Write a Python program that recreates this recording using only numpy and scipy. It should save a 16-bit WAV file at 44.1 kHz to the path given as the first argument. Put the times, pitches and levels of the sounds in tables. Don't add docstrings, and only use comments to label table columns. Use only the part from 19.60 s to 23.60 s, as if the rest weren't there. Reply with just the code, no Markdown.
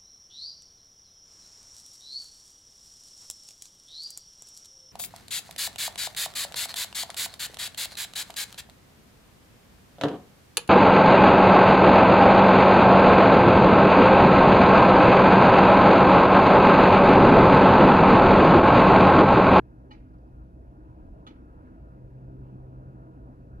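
import sys
import numpy as np
from scipy import signal
from scipy.fft import rfft, irfft
from scipy.io import wavfile

SR = 44100
rng = np.random.default_rng(int(sys.argv[2]) if len(sys.argv) > 2 else 0)


def master(y):
    cut = np.clip(np.atleast_2d(y).T, -1, 1)
    pcm = np.round(cut * 32767)
    wavfile.write(sys.argv[1], SR, pcm.astype(np.int16))


N = 176400
TIME = np.arange(N) / SR
FREQS = np.maximum(np.fft.rfftfreq(N, 1 / SR), 1)

# f/Hz, level/dB per Hz
HISS_SPECTRUM = [(100, -122), (3000, -124), (4700, -124), (7000, -127.5), (9200, -131), (10700, -125),
                 (13000, -129)]
# f/Hz, level/dB per Hz
TRAFFIC_SPECTRUM = [(23, -93), (32, -69.5), (41, -71), (54, -64), (68, -71.5), (82, -70.5), (100, -74),
                    (120, -74.5), (155, -77), (260, -79.5), (315, -76), (370, -85), (470, -87),
                    (660, -87.5), (800, -93.5), (980, -92), (1130, -99), (1350, -93.5), (1600, -101),
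                    (1950, -113), (2300, -117), (2650, -114), (3200, -126), (6000, -140)]
# f/Hz, likeness/0-1
TRAFFIC_LIKENESS = [(60, 0.95), (180, 1), (300, 0.93), (550, .5), (1000, 0.8), (1600, 1), (2600, 0.19)]
# t/s, level/dB
TRAFFIC_LEVEL = [(0, -.5), (.7, -1.6), (1.4, 0.45), (2.1, 0.36), (2.5, -0.48), (2.9, 0.95), (3.6, 0.99),
                 (4, 0.11)]
# t/s, level/dB
BASS_LEVEL = [(0, -1), (.35, -1), (.55, 0), (.8, -0.5), (1.1, -1), (1.58, -0.5), (1.69, -2.5), (1.85, -1),
              (2.05, -1), (2.55, 0.5), (2.85, -1.5), (3.3, 1), (3.8, -3.5), (4, 5)]
# t/s, level/dB
TREBLE_LEVEL = [(0, -2.5), (.75, -1), (1.4, -2.5), (1.9, 1), (2.15, 0.5), (2.35, 0), (2.8, -0.5), (3.1, -1),
                (3.6, -0.5), (4, -1)]
# t/s, level/dB, half length/s
SWELLS = [(0.75, -48, 0.1), (2.223, -44.5, 0.051)]
# f/Hz, width/Hz, level/dB, waver/dB
DRONES = [(260.3, 8.2, -66, 3.5), (312, 10, -66.5, 3), (479, 3.5, -76.5, 3.5), (515.6, 18, -77.5, 1.5),
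          (651, 8, -78.5, -1.5), (1580, 250, -83.5, 2), (2550, 110, -93.5, 1)]
# multiple of the firing rate, level/dB
IDLE_TONES = [(1, -55), (2, -61.5), (3, -68.5), (4, -67), (5, -73)]
# t/s, firing rate/Hz, level/dB
WORKING_RUN = [(0, 63.78, -13.5), (2.1, 64.93, -19.5), (2.4, 64.86, -7.5), (2.7, 65.04, -1.5),
               (3.0, 64.36, -1.5), (3.5, 65.13, -5.5), (3.8, 64.46, -11), (4, 63.55, -8)]
# multiple of the firing rate, level/dB
WORKING_TONES = [(2, -43.5), (3, -59), (4, -60.5), (5, -60.5), (6, -60.5), (7, -72), (8, -67), (10, -69)]
# t/s, level/dB
TICKS = [(0.492, -83.5), (0.5392, -82.5), (0.584, -84.5), (0.6299, -89.5), (0.6748, -85.5), (0.7207, -88.5)]
# f/Hz, level/dB per Hz
ECHO_SPECTRUM = [(250, -120), (600, -103), (1300, -103), (2400, -95.5), (3200, -102), (4300, -100.5),
                 (6000, -110), (8500, -122), (11000, -119), (13000, -128)]
# f/Hz, fade/s
ECHO_FADES = [(700, 0.83), (2400, 0.54), (3500, 0.22), (6000, 0.25), (12000, 0.057)]
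# delay/s, level/dB, left over right/dB, dull above/Hz
WALLS = [(.0085, -6, 9, 7000), (.038, -14, -16, 3540), (.058, -30, 2, 3042), (.087, -15, 2, 1700),
         (.122, -22, 2, 1720)]
# f/Hz, level at spot 0/dB per Hz, level at spot 1/dB per Hz
CRACK_SPECTRUM = [(250, -120, -120), (604, -99, -99), (1310, -83.5, -85), (1600, -100, -86),
                  (2360, -80.5, -93), (2800, -103, -79), (2970, -95, -85), (3400, -107, -78),
                  (4140, -81.5, -86), (5130, -108, -99), (6170, -107, -102), (8700, -114, -111),
                  (11000, -112, -102), (13000, -122, -117)]
# f/Hz, 60 dB fade/s, level at spot 0/dB, level at spot 1/dB
METAL_TONES = [(839, 0.17, 4, 0), (937, 0.11, -3, -16), (1288, 0.09, 3, 10), (1477, 0.1, -21, 1),
               (1840, 0.03, 3.5, -16), (1965, 0.11, -8.5, -10), (2320, 0.11, -2, -13),
               (2490, 0.14, -17, -7.5), (2934, 0.025, 9, -13), (2990, 0.13, -3, -9), (3257, 0.087, -34, -9),
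               (3450, 0.076, -40, 8), (4140, 0.11, -12, -10), (4440, 0.07, -17, -15), (4750, 0.1, -16, -21),
               (5450, .06, -18.5, -22), (6050, 0.11, -28, -11), (6760, .07, -30, -14.5)]
# t/s, ring level/dB, rise/s, crack level/dB, echo level/dB, spot on the metal/0-1
CONTACTS = [(0.3056, -54.5, 0.01, -19, 0.5, 0.11), (0.3098, -62.5, 0.002, -5.5, 1.5, 0),
            (1.6662, -54.5, 0.0013, -6.5, 0.5, 0.94), (1.6728, -54.5, 0.0018, -9.5, -12, 0.38)]

ECHO_RISE_S = 0.023


def from_db(db):
    return 10 ** (np.asarray(db) / 20)


def in_time(rows):
    times, *columns = np.transpose(rows)
    return [np.interp(TIME, times, column) for column in columns]


def at_hz(points):
    hz, values = np.transpose(points)
    return np.interp(np.log(FREQS), np.log(hz), values)


def drift(rate_hz):
    times = TIME[::100]
    smoothing = 1 + (np.fft.rfftfreq(len(times), times[1]) / rate_hz) ** 2
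    slow = irfft(rfft(rng.standard_normal(len(times))) / smoothing, len(times))
    return np.interp(TIME, times, (slow - slow.mean()) / slow.std())


def noise(spectrum, likeness):
    shared, opposite = rfft(rng.standard_normal((2, N))) * from_db(at_hz(spectrum)) * np.sqrt(SR / 2)
    opposite = opposite * [[1], [-1]]
    return irfft(np.sqrt((1 + likeness) / 2) * shared + np.sqrt((1 - likeness) / 2) * opposite, N)


def peak(hz, width_hz):
    return 1 / (1 + (2 * (FREQS - hz) / width_hz) ** 2)


def narrow_noise(hz, width_hz):
    x = irfft(rfft(rng.standard_normal(N)) * peak(hz, width_hz), N)
    return x / x.std()


def split_bands(x, centres_hz):
    spectrum = rfft(x)
    return [irfft(spectrum * at_hz(list(zip(centres_hz, row))), N) for row in np.eye(len(centres_hz))]


def bump(t, half_s):
    return np.exp(-.5 * ((TIME - t) / half_s) ** 2)


def strike(age, rise_s, fade_s, hold_s=0):
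    return np.clip(age / rise_s, 0, 1) * 1000 ** -np.clip((age - hold_s) / fade_s, 0, 2)


def pan(db):
    return from_db(np.array([[.5], [-.5]]) * db)


def traffic_rumble(bass_below_hz=200, treble_above_hz=1100, flutter_db=2.22):
    level_db, = in_time(TRAFFIC_LEVEL)
    bass_db, = in_time(BASS_LEVEL)
    treble_db, = in_time(TREBLE_LEVEL)
    wash = noise(TRAFFIC_SPECTRUM, at_hz(TRAFFIC_LIKENESS))
    centres_hz = np.geomspace(90, 2700, 11)
    out = 0
    for hz, band in zip(centres_hz, split_bands(wash, centres_hz)):
        band_db = level_db + bass_db * (hz < bass_below_hz) + treble_db * (hz > treble_above_hz)
        out += band * from_db(band_db + flutter_db * drift(7))
    return out


def machine_drones():
    return sum(from_db(db + waver_db * drift(4.4)) * narrow_noise(hz, width_hz)
               for hz, width_hz, db, waver_db in DRONES)


def engine_hum(firing_hz, tones, wander=0.0039, flutter_db=0.15):
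    firings = np.cumsum(firing_hz * (1 + wander * drift(2.37))) / SR
    out = 0
    for multiple, db in tones:
        height = np.sqrt(2) * from_db(db + flutter_db * drift(16))
        out += height * np.sin(2 * np.pi * (multiple * firings + rng.random()))
    return out


def deep_swells():
    loudness = sum(from_db(db) * bump(t, half_s) for t, db, half_s in SWELLS)
    return loudness * engine_hum(firing_hz=56.05, tones=[(1, 0.046)])


def engines():
    idling = engine_hum(firing_hz=60.19, tones=IDLE_TONES)
    firing_hz, level_db = in_time(WORKING_RUN)
    return idling + from_db(level_db) * engine_hum(firing_hz, WORKING_TONES)


def ticks(half_s=0.0024):
    loudness = sum(from_db(db) * bump(t + half_s, half_s) for t, db in TICKS)
    return loudness * narrow_noise(hz=4550, width_hz=1500)


def yard_echo(patchy_db=2.5):
    centres_hz, fades_s = np.transpose(ECHO_FADES)
    bands = split_bands(noise(ECHO_SPECTRUM, likeness=0.089), centres_hz)
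    return sum(band * strike(TIME, ECHO_RISE_S, fade_s) * from_db(patchy_db * drift(45))
               for band, fade_s in zip(bands, fades_s))


def wall_echoes(x):
    paths = 0
    for delay_s, db, pan_db, dull_hz in WALLS:
        delay = np.exp(-2j * np.pi * FREQS * delay_s)
        paths += from_db(db) * pan(pan_db) * delay / (1 + 1j * FREQS / dull_hz)
    return irfft(rfft(x) * paths, N)


def metal_ring(age, rise_s, ring_db, spot, blur_db=-12.5, blur_hz=120, blur_fade_s=0.25):
    direct, blur_spectrum = np.zeros(N), 0
    ringing = (age > 0) & (age < 1)
    for hz, fade_s, db0, db1 in METAL_TONES:
        gain = from_db(ring_db + db0 + spot * (db1 - db0))
        tone = np.sin(2 * np.pi * (hz * age[ringing] + rng.random()))
        direct[ringing] += gain * tone * strike(age[ringing], rise_s, fade_s, hold_s=rise_s)
        blur_spectrum += gain * fade_s / blur_fade_s * peak(hz, blur_hz)
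    blur = irfft(rfft(rng.standard_normal((2, N))) * blur_spectrum * np.sqrt(SR / blur_hz), N)
    return direct + from_db(blur_db) * blur * strike(age, ECHO_RISE_S, blur_fade_s)


def crack(age, rise_s, crack_db, spot, rough_db=3):
    grit = noise([(hz, db0 + spot * (db1 - db0)) for hz, db0, db1 in CRACK_SPECTRUM], likeness=0.57)
    gain = from_db(crack_db + rough_db * drift(250))
    return grit * gain * strike(age, rise_s, fade_s=0.088, hold_s=0.0036)


def hammer():
    yard = yard_echo()
    rings, cracks, echoes = 0, 0, 0
    for t, ring_db, rise_s, crack_db, echo_db, spot in CONTACTS:
        age = TIME - t
        rings += metal_ring(age, rise_s, ring_db, spot)
        cracks += crack(age, rise_s, crack_db, spot)
        echoes += from_db(echo_db) * np.array([np.interp(age, TIME, side) for side in yard])
    return (rings + cracks + echoes + wall_echoes(cracks.mean(axis=0))) * pan(db=-2.5)


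def scene(left_lag_s=0.0004):
    left, right = hammer() + ticks() + deep_swells() + machine_drones() + traffic_rumble() + engines()
    late_left = irfft(rfft(left) * np.exp(-2j * np.pi * FREQS * left_lag_s), N)
    return np.array([late_left, right])


def record(dry, cutoff_hz=13000):
    low_pass = signal.ellip(10, .1, 70, cutoff_hz, fs=SR, output="sos")
    return signal.sosfilt(low_pass, dry + noise(HISS_SPECTRUM, likeness=0.055))


dry = scene()
out = record(dry)
master(out)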